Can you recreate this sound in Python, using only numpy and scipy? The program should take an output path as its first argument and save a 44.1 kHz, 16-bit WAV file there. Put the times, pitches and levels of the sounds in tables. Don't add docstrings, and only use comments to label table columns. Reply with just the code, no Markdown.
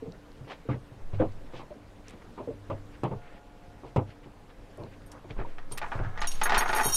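import sys
import numpy as np
from scipy import signal
from scipy.fft import rfft, irfft, next_fast_len
from scipy.io import wavfile
from scipy.ndimage import uniform_filter1d, map_coordinates

SR = 44100
rng = np.random.default_rng(int(sys.argv[2]) if len(sys.argv) > 2 else 0)


def invert_db(x):
    u = np.asarray(x, float) / 20
    return 10 ** u


def wrap_up_sound(samples):
    columns = np.atleast_2d(samples).T
    tamed = np.clip(columns, -1, 1)
    steps = np.round(tamed * 32767).astype(np.int16)
    wavfile.write(sys.argv[1], SR, steps)


N = 306936
SPAN = SR // 6
FIRST_CONTACT = 15.5

# pitch in Hz, level in dB, time to fall by 60 dB in seconds.
LINK_MODES = [
    [(2830, -10, .08), (3144, -3, .15), (3786, 0, .2), (4370, -4, .1)],
    [(5443, -10, .09), (5655, 0, .25)],
    [(6490, -3, .15), (6530, -2, .2)],
    [(8640, -8, .1), (8745, -1, .14), (9668, -5, .12), (9973, -3, .15), (10810, -5, .12), (11600, -6, .12)],
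    [(13250, -6, .1), (13440, -1, .2), (13880, 0, .15), (14930, -5, .1), (15250, -10, .08)],
]

# pitch in Hz, width in Hz, level in dB.
GUNWALE_PEAKS = [(383, 44, -4), (689, 10, 1), (852, 44, -2.5), (975, 40, -3.5), (1205, 23, -1.5),
                 (1340, 25, -6.5), (1460, 25, -1.5), (1708, 39, -1.5), (1897, 50, -2.5), (2263, 68, -9.5),
                 (2450, 80, -9), (2790, 87, -11)]


def unit(x):
    return x / np.sqrt(np.mean(x ** 2) + 1e-20)


def level_curve(rows):
    s, db = np.transpose(rows)
    return np.interp(np.arange(N) / SR, s, db, left=-120)


def wobble(rate):
    knots = rng.standard_normal(int(N * rate / SR) + 4)
    return map_coordinates(knots, [np.arange(N) * rate / SR])


def shaped(x, response):
    m = next_fast_len(len(x) + 2048)
    return irfft(rfft(x, m) * response(np.fft.rfftfreq(m, 1 / SR)), m)[:len(x)]


def colour(points):
    f, db = np.transpose(points)
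    return lambda hz: invert_db(np.interp(np.log(hz + 1), np.log(f), db))


def band(centre_hz, width_hz):
    return lambda f: 1j * f * width_hz / (centre_hz ** 2 - f * f + 1j * f * width_hz)


def steep(centre_hz, width_hz):
    top = centre_hz + width_hz / 2

    def response(f):
        lowpass = top * top / (top * top - f * f + np.sqrt(2) * 1j * f * top)
        return (band(centre_hz, width_hz)(f) * lowpass) ** 2
    return response


def grit(rate, spread_db):
    return unit(rng.standard_normal(N) * invert_db(spread_db * wobble(rate)))


def burst(t60, rise):
    t = np.arange(SPAN) / SR
    contact_db = 3 * rng.standard_normal(SPAN // 90 + 1)
    lumps = invert_db(np.repeat(contact_db, 90)[:SPAN])
    fade = invert_db(-60 * (t / max(t60, .004)) ** 1.477)
    return lumps * rng.standard_normal(SPAN) * fade * (1 - np.exp(-t / rise))


def puff(t60, rise, response, strike=0):
    blow = burst(t60, rise)
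    blow[SR // 1000] += strike
    x = shaped(blow, response)
    return x / np.abs(x).max()


def ring(hz, db, t60, rise, chatter_db):
    t = np.arange(SPAN) / SR
    phase = rng.uniform(0, 2 * np.pi, len(hz))[:, None]
    knots = rng.standard_normal((len(hz), SPAN // 300 + 2))
    waver = uniform_filter1d(np.repeat(knots, 300, axis=1), 200, axis=1)[:, :SPAN]
    level = invert_db(db[:, None] - 60 * t / t60[:, None] + chatter_db * waver)
    tones = level * np.sin(2 * np.pi * hz[:, None] * t + phase)
    return tones.sum(0) * (1 - np.exp(-t / rise))


def add(track, s, sound):
    track[round(s * SR):][:len(sound)] += sound


def lapping_sea():
    # pitch in Hz, level in dB.
    sea_colour = [(15, -3.5), (25, 5.5), (104, -9.5), (144, -6.5), (241, -8), (291, -16.5), (381, -11),
                  (709, -15), (1280, -21.5), (1550, -22), (1730, -23.5), (8710, -41.5), (15800, -47)]
    cells = signal.stft(rng.standard_normal(N), nperseg=512)[2]
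    patches = uniform_filter1d(uniform_filter1d(rng.standard_normal(cells.shape), 8, 0), 6, 1)
    lap = signal.istft(cells * invert_db(1.7 * unit(patches)), nperseg=512)[1][:N]
    return invert_db(-51 + .9 * wobble(3)) * unit(shaped(lap, colour(sea_colour)))


def outboard():
    # pitch in Hz, width in Hz, level in dB.
    hums = [(99.87, 1.46, -58.5), (204, 19, -82), (293.2, 5, -60.5), (460, 54, -66.5), (514, 4.9, -70.5)]

    def response(f):
        return sum(invert_db(db) * band(hz, w)(f) * np.sqrt(SR / np.pi / w) for hz, w, db in hums)
    return shaped(rng.standard_normal(N), response)


def sway_and_shudder():
    # time in seconds, sway in dB, length of the swing in seconds, shudder in dB.
    jolt_rows = [
        (1.052, -31.5, .2, -48),
        (1.27, -36.5, .1, -37.5),
        (1.403, -41.5, .17, -51),
        (2.69, -47, .1, -74),
        (3.14, -48, .2, -57),
        (5.375, -31, .6, -34.5),
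        (6.004, -32.5, .2, -32),
        (6.226, -24.5, .7, -34.5),
        (6.365, -24, .2, -34.5),
        (6.578, -30, .3, -34.5),
    ]
    s, sway_db, lasts, shudder_db = np.transpose(jolt_rows)[:, :, None]
    t = np.arange(N) / SR - s
    sag_db = 9.5 * np.abs(t) + 144 * np.clip(t - lasts, 0, None)
    swing = (invert_db(sway_db - sag_db) * np.clip(t / 0.04 + 1, 0, 1)).max(0)
    sway = np.sqrt(2) * swing * np.sin(2 * np.pi * 10.45 * np.arange(N) / SR)
    shake = invert_db(-59) + (invert_db(shudder_db) * np.exp(-.5 * (t / 0.026) ** 2)).sum(0)
    return sway + shake * unit(shaped(rng.standard_normal(N), steep(31.8, 43)))


def rope():
    # middle in seconds, level in dB, half length in seconds, centre in Hz.
    strokes = [(0.517, -46.5, 0.022, 2720), (0.519, -44.5, 0.02, 920), (0.719, -46, 0.022, 1950),
               (1.148, -55, 0.013, 2780), (1.196, -75, 0.013, 2580), (1.47, -59.5, 0.0052, 2600),
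               (1.576, -52.5, 0.029, 3270), (2.097, -55.5, 0.031, 2700), (2.221, -53, 0.0056, 1650),
               (2.366, -66, 0.012, 2980), (2.949, -58.5, 0.023, 2270), (3.3, -59.5, 0.22, 2260),
               (3.878, -62, 0.02, 3220), (4.103, -58.5, 0.021, 2800), (4.242, -59, 0.012, 2370),
               (4.507, -58.5, 0.011, 2550), (5.155, -52.5, 0.039, 1130), (5.313, -53, 0.013, 2560),
               (5.407, -45, 0.02, 1680), (5.725, -52, 0.01, 5430), (5.988, -43, 0.011, 1190),
               (6.056, -51, 0.031, 1530), (4.932, -58, 0.017, 2480), (5.5, -59.5, 0.04, 2300),
               (5.63, -71.5, 0.019, 975), (5.905, -66, 0.13, 7000), (6.365, -54, 0.17, 4050),
               (1.211, -42.5, 0.013, 1470)]
    out = np.zeros(N + SPAN)
    half_span_s = SPAN / SR / 2
    t = np.arange(SPAN) / SR - half_span_s
    grains = grit(250, spread_db=1.5)
    for s, db, half_s, hz in strokes:
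        soft = lambda f: band(hz, 1.2 * hz)(f) / (1 + (f / (1.1 * hz)) ** 3)
        cloth = unit(shaped(grains[round(s * SR):][:SPAN], soft))
        add(out, max(s - half_span_s, 0), invert_db(db) * cloth * np.exp(-.5 * (t / half_s) ** 2))
    return out[:N]


def brushed_rail():
    # pitch in Hz, level in dB, time to fall by 60 dB in seconds.
    rail_tones = [(297, -58, 3), (710.6, -58.5, 9), (838, -62, 9), (866, -65, 5), (1427, -65, 4)]
    t = np.clip(np.arange(N) / SR - 3.16, 0, None)
    hum = np.zeros(N)
    for hz, db, t60 in rail_tones:
        hum += invert_db(db + 2.2 * wobble(20) - 60 * t / t60) * np.sin(2 * np.pi * hz * t)
    return hum * (1 - np.exp(-t / 0.0049))


def ribs_and_fittings():
    # start in seconds, peak in dB, pitch in Hz.
    rib_rows = [(0.5, -44.5, 1056), (0.69, -33, 1170), (1.199, -37.5, 1580), (1.2, -48, 3300),
                (1.218, -40, 1600), (1.707, -35.5, 594), (2.385, -38, 1004), (2.702, -34, 1200),
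                (2.702, -30, 950), (3.036, -35, 934), (3.113, -38.5, 880), (3.963, -38, 1050),
                (0.7, -29, 298), (6.275, -36, 2920), (6.32, -40, 2900), (5.447, -35, 955),
                (5.99, -39, 1600), (6.034, -38, 1480), (6.046, -36.5, 1650), (6.065, -41, 1480)]
    out = np.zeros(N + SPAN)
    for s, db, hz in rib_rows:
        add(out, s, invert_db(db) * puff(0.044, 0.0018, steep(hz, 0.17 * hz), FIRST_CONTACT))
    return out[:N]


def panel_tone(hz):
    after = np.arange(SPAN) / SR / .007
    swell = after * np.exp(1 - after)
    turn = 2 * np.pi * np.cumsum(1 + .08 * (1 - after) / (1 + after)) / SR
    undertone = .6 * np.sin(.6 * hz * turn + 6 * rng.random())
    return swell * (np.sin(hz * turn) + undertone)


def thumps():
    # pitch in Hz, level in dB, time to fall by 60 dB in seconds.
    boom_modes = [(99.3, -3, 0.33), (128.5, 1.5, 0.22), (174, -6.5, 0.059)]
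    # start in seconds, peak in dB, boom in dB, hardness in dB,
    # lowest boom tone over the others in dB.
    floor_drops = [(0.409, -42.5, 8.5, -23, -2), (0.471, -39.5, -17, -8, -7),
                   (0.688, -20.5, -0.5, -13.5, -6.5), (0.74, -31.5, -1, -18, -5), (0.916, -47, 7, -10, 2),
                   (1.131, -33.5, 5, -10.5, 17.5), (1.174, -44, 12.5, -13.5, 23.5),
                   (1.259, -42, 9, -18, 10), (1.76, -40, -25, -25, -2), (2.137, -38, -21, -17, 2),
                   (3.034, -19.5, -4.5, -4, -9), (3.112, -26, -1, -10.5, -2), (4.259, -40.5, -9, -8.5, -8),
                   (4.837, -33.5, -7, -12.5, -1), (5.713, -37.5, -0.5, -3.5, 3), (5.949, -32, 3, -7, 10),
                   (5.998, -27, 0.5, -9.5, 2.5), (6.05, -42.5, 13.5, -10, 0.5)]
    # start in seconds, peak in dB, boom in dB, hardness in dB, panel in Hz.
    side_slaps = [(0.022, -29.5, -25, -28, 458), (0.057, -30.5, -18, -20, 473), (0.072, -40, -25, -36, 466),
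                  (0.075, -33.5, -26, -36, 174), (0.099, -39, -22, -36, 185), (0.652, -39.5, -7, -30, 464),
                  (1.199, -14.5, -28, -25, 525), (1.213, -18.5, -24, -13.5, 680),
                  (1.219, -21.5, -20, -18, 547), (1.225, -22.5, -24, -15, 480), (1.249, -33, -25, -14, 500),
                  (1.535, -33, -5, -7.5, 515), (1.595, -37, -6, 1, 410), (1.705, -35, -32, -11.5, 577),
                  (2.377, -35.5, -34, -0.5, 775), (2.401, -28, -20, -14, 616),
                  (2.474, -26.5, -14, -25, 511), (2.486, -25, -13, -44, 468), (2.54, -42, -20, -26, 413),
                  (2.506, -34, -20, -32, 588), (2.7, -25.5, -4, -4.5, 560), (3.834, -34, -4, -5.5, 460),
                  (3.961, -15, -3, -6, 545), (4.78, -37, -7.5, -8, 600), (4.797, -32.5, -11, -9, 604),
                  (4.812, -36, -6, -9.5, 560), (5.243, -36.5, -4, -11.5, 375),
                  (5.301, -33.5, -1.5, -12, 474), (5.364, -36, -12, -9, 430), (5.389, -28.5, -6, -7, 460),
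                  (5.446, -37, -24, -12, 505), (6.856, -25, -3.5, 2.5, 420)]
    out = np.zeros(N + SPAN)
    boom_hz, boom_db, boom_t60 = np.transpose(boom_modes)
    blows = [(*row, 232) for row in floor_drops]
    blows += [(*row[:-1], 1.5, row[-1]) for row in side_slaps]
    for s, db, low_db, hard_db, deep_db, hz in blows:
        slap = np.clip(1 + .024 * hard_db, .3, 1)
        lean_db = deep_db * np.array([.5, -.5, -.5])
        detuned_hz = boom_hz * rng.normal(1, 0.0071, len(boom_hz))
        boom = ring(detuned_hz, boom_db + lean_db + low_db - 4, boom_t60, rise=0.0079, chatter_db=4.0)

        def panel_response(f):
            broad = steep(380, 750)(f) * (slap + 0.16 * band(296, 50)(f))
            return broad + 0.8 * steep(hz, 110)(f)
        panel = slap * puff(0.17 * (0.33 + .7 * slap), 0.0008, panel_response, FIRST_CONTACT)
        panel = panel + .9 * (1 - slap) * panel_tone(hz)
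        ribs = invert_db(hard_db) * puff(0.13, 0.0015, steep(930, 540), FIRST_CONTACT)
        edge = invert_db(hard_db - 14.5) * puff(0.1, 0.0011, steep(2490, 1800))
        add(out, s - .001, invert_db(db) * (boom + panel + ribs + edge))
    return out[:N]


def gunwale(seat_db, stretch):
    # pitch in Hz, level in dB.
    shell_colour = [(150, -48), (250, -11), (408, 10), (517, -13), (843, 13), (1110, -17), (1770, -34),
                    (2190, -29), (5000, -47), (6500, -66), (11000, -120)]

    def peaks(f):
        total, side = 0.17, 1
        for (hz, width, db), more_db in zip(GUNWALE_PEAKS, seat_db):
            total = total + side * invert_db(db - 4 + more_db) * band(hz * stretch, width + 15)(f)
            side = -side
        return total

    def response(f):
        body = colour(shell_colour)(f) ** 0.096 * steep(1400, 3000)(f) * peaks(f)
        return body + 0.086 * steep(180, 200)(f)
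    return response


def chain_drag():
    # time in seconds, level in dB.
    drag = [
        (5.2, -69),
        (5.694, -55.5),
        (5.94, -43.5),
        (6.228, -48.5),
        (6.41, -48),
        (6.468, -31.5),
        (6.6, -27.5),
        (6.714, -31.5),
        (6.846, -37),
        (6.96, -37),
    ]
    shell = gunwale(np.zeros(len(GUNWALE_PEAKS)), 0.88)
    return invert_db(level_curve(drag) - 5.5) * unit(shaped(grit(200, spread_db=1.5), shell))


def chain_knocks():
    # start in seconds, peak in dB, bright edge in dB.
    bumps = [(5.292, -46, -10), (5.583, -36, -13.5), (5.626, -46, -28), (5.645, -51, -30),
             (5.775, -32.5, 0.5), (5.816, -22, -20), (5.83, -25, -28), (5.841, -26, -27),
             (5.863, -30.5, -33), (5.918, -22, -25), (5.933, -32.5, -18), (5.952, -33, -15),
             (5.991, -32.5, -25), (6.034, -39.5, -13), (6.048, -38, -16), (6.073, -44, -20),
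             (6.158, -38, -30), (6.176, -26, -15.5), (6.193, -29.5, -20), (6.217, -19.5, -7.5),
             (6.243, -24.5, -10), (6.415, -14.5, -11.5), (6.43, -22.5, -15), (6.456, -14.5, -16),
             (6.466, -16, -22), (6.476, -29, -25), (6.495, -15, -11.5), (6.504, -18, -28),
             (6.521, -12.5, -14.5), (6.528, -19, -16), (6.536, -18, -22), (6.545, -18.5, -3.5),
             (6.552, -17.5, -9), (6.561, -22, -27), (6.57, -12, -22), (6.584, -18.5, -10.5),
             (6.593, -33, -25), (6.608, -14.5, -14.5), (6.616, -20, -22), (6.623, -16, -22),
             (6.632, -28, -22), (6.659, -18, -23), (6.679, -25, -9.5), (6.692, -16.5, -13.5),
             (6.7, -21.5, -26), (6.715, -40, -22), (6.73, -14.5, -12), (6.738, -16.5, -28),
             (6.76, -18.5, -14), (6.773, -18.5, -17), (6.784, -14, -19), (6.793, -18.5, -26),
             (6.799, -13, -22), (6.804, -22.5, -20), (6.811, -15, -21), (6.836, -25, -25),
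             (6.845, -23, -28), (6.859, -27, -27), (6.884, -32, -25), (6.901, -36.5, -25)]
    out = np.zeros(N + SPAN)
    for s, db, edge_db in bumps:
        shell = gunwale(4 * rng.standard_normal(len(GUNWALE_PEAKS)), rng.normal(1, .015))
        edge = invert_db(edge_db + 7.5) * puff(0.076, 0.00037, steep(2220, 6240), strike=10)
        body = puff(0.07, 0.00042, shell, strike=24)
        add(out, s - .001, invert_db(db - 2.0) * (body + edge))
    return out[:N]


def snaps_and_ticks():
    # start in seconds, peak in dB, centre in Hz.
    snap_rows = [(2.7, -50, 4310), (3.034, -41.5, 4800), (3.9607, -40.5, 5250), (5.1162, -39, 6100),
                 (5.776, -28.5, 8540), (6.217, -31, 5000), (6.2718, -24.5, 5500), (6.3155, -28, 5000),
                 (6.4345, -25, 10200), (6.5772, -24, 8650), (6.7593, -32, 6000), (6.832, -29, 10100)]
    # start in seconds, peak in dB, centre in Hz.
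    tick_rows = [(0.1206, -47, 4070), (0.317, -52, 4100), (1.322, -53.5, 5200), (2.0825, -39.5, 6260),
                 (2.091, -52, 7500), (2.097, -49, 7900), (2.107, -49, 7500), (4.773, -49, 10000),
                 (4.8353, -44, 4140), (5.019, -47, 3100), (5.1187, -45, 7000), (5.307, -34.5, 2500),
                 (5.583, -37, 2000)]
    out = np.zeros(N + SPAN)
    for s, db, hz in snap_rows:
        add(out, s, invert_db(db - 3.5) * puff(.04, 0.0001, steep(hz, 2.0 * hz)))
    for s, db, hz in tick_rows:
        add(out, s, invert_db(db) * puff(0.0093, 0.0001, steep(hz, 0.9 * hz)))
    return out[:N]


def loose_jingle():
    # time in seconds, level in dB.
    jingle = [
        (6.272, -50),
        (6.384, -59),
        (6.62, -62),
        (6.828, -47),
        (6.96, -39.5),
    ]
    hz, level_db, _ = np.transpose(sum(LINK_MODES, []))

    def steel(f):
        modes = sum(invert_db(db) * band(c, 45)(f) for c, db in zip(hz, level_db))
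        return 0.2 * steep(9000, 12000)(f) + modes
    return invert_db(level_curve(jingle) + 3.5) * unit(shaped(grit(90, spread_db=3), steel))


def hanging_links():
    # start in seconds, level in dB near 3.1, 3.8 and 4.4 kHz, time to fall by 60 dB in seconds.
    free_rings = [
        (6.578, -50, -55, -32, 0.09),
        (6.842, -45, -60, -40, .15),
        (6.854, -54, -62, -36, 0.16),
        (6.864, -47, -37, -37, 0.19),
        (6.883, -52, -50, -42, .08),
        (6.932, -39, -55, -44, .15),
        (6.937, -45, -58, -31, .06),
        (6.951, -42, -44, -45, .12),
    ]
    out = np.zeros(N + SPAN)
    hz = np.transpose(sum(LINK_MODES, []))[0][1:4]
    for s, *db, t60 in free_rings:
        add(out, s, ring(hz, np.array(db), np.full(3, t60), rise=0.001, chatter_db=0.0))
    return out[:N]


def clinks():
    # start in seconds, peak in dB, level in dB of the fifth and of the sixth family.
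    contacts = [(5.0614, -48, -24, -10), (5.1177, -59, -11, -15), (5.7184, -39, -25, -13),
                (5.7209, -37.5, -15.5, -24), (6.205, -47, -15, 8), (6.271, -26.5, -13.5, -2),
                (6.316, -35, -10, -10), (6.3335, -47.5, -19, 13), (6.4343, -23, -17, -5.5),
                (6.5782, -22, -8, -13), (6.5874, -25, -11, -3), (6.6034, -31, -20, -20),
                (6.6274, -39.5, -16, -7), (6.6544, -46, -9, 3), (6.683, -38, -11, -7),
                (6.7127, -43, -14, -10), (6.7489, -31.5, -21, -4), (6.762, -25.5, -13, -7),
                (6.8077, -37.5, -7, 3.5), (6.8322, -24, -8, -11), (6.843, -27, -13, -14),
                (6.85, -23, -9, -7), (6.8643, -18, -28, -17), (6.8834, -34, -4, -9), (6.8982, -27.5, 1, -7),
                (6.922, -24, 1, -17), (6.9356, -26, 2, -16), (6.9436, -16.5, -11, 0)]
    touches = [5.11, 5.776, 6.218, 6.315, 6.41, 6.468, 6.606, 6.645, 6.678, 6.745, 6.83, 6.915]
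    out, t = np.zeros(N + SPAN), np.arange(SPAN) / SR
    hz, level_db, t60 = np.transpose(sum(LINK_MODES, []))
    family_sizes = [len(family) for family in LINK_MODES]
    stops = np.array(touches + [N / SR])
    for s, db, fifth_db, sixth_db in contacts:
        top_db = -12.5 + 0.27 * (db + 35.5)
        tone_db = np.repeat([-17.5, fifth_db + 3, sixth_db, -3, top_db], family_sizes)
        luck = rng.standard_normal((3, len(hz)))
        sound = ring(hz * (1 + .002 * luck[0]), level_db + tone_db + 4.5 * luck[1],
                     0.94 * t60 * np.exp(0.096 * luck[2]), rise=0.00076, chatter_db=3)
        choke_s = stops[stops > s + .01].min() - s
        choked = invert_db(-12 * np.clip((t - choke_s) / 0.0078, 0, 1))
        add(out, s, invert_db(db - 7.5) * sound * choked)
    return out[:N]


def scene():
    background = lapping_sea() + outboard() + sway_and_shudder()
    rope_and_hull = rope() + brushed_rail() + ribs_and_fittings() + thumps()
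    chain = chain_drag() + chain_knocks() + snaps_and_ticks() + loose_jingle() + hanging_links() + clinks()
    return (background + rope_and_hull + chain)[None]


def low_pass(x):
    return signal.sosfilt(signal.butter(12, 15920, fs=SR, output="sos"), x)


def record(dry):
    mic = shaped(dry[0], lambda f: (f < 15850) / (1 + (f / 15000) ** 8))
    return low_pass(mic[None])


dry = scene()
out = record(dry)
wrap_up_sound(out)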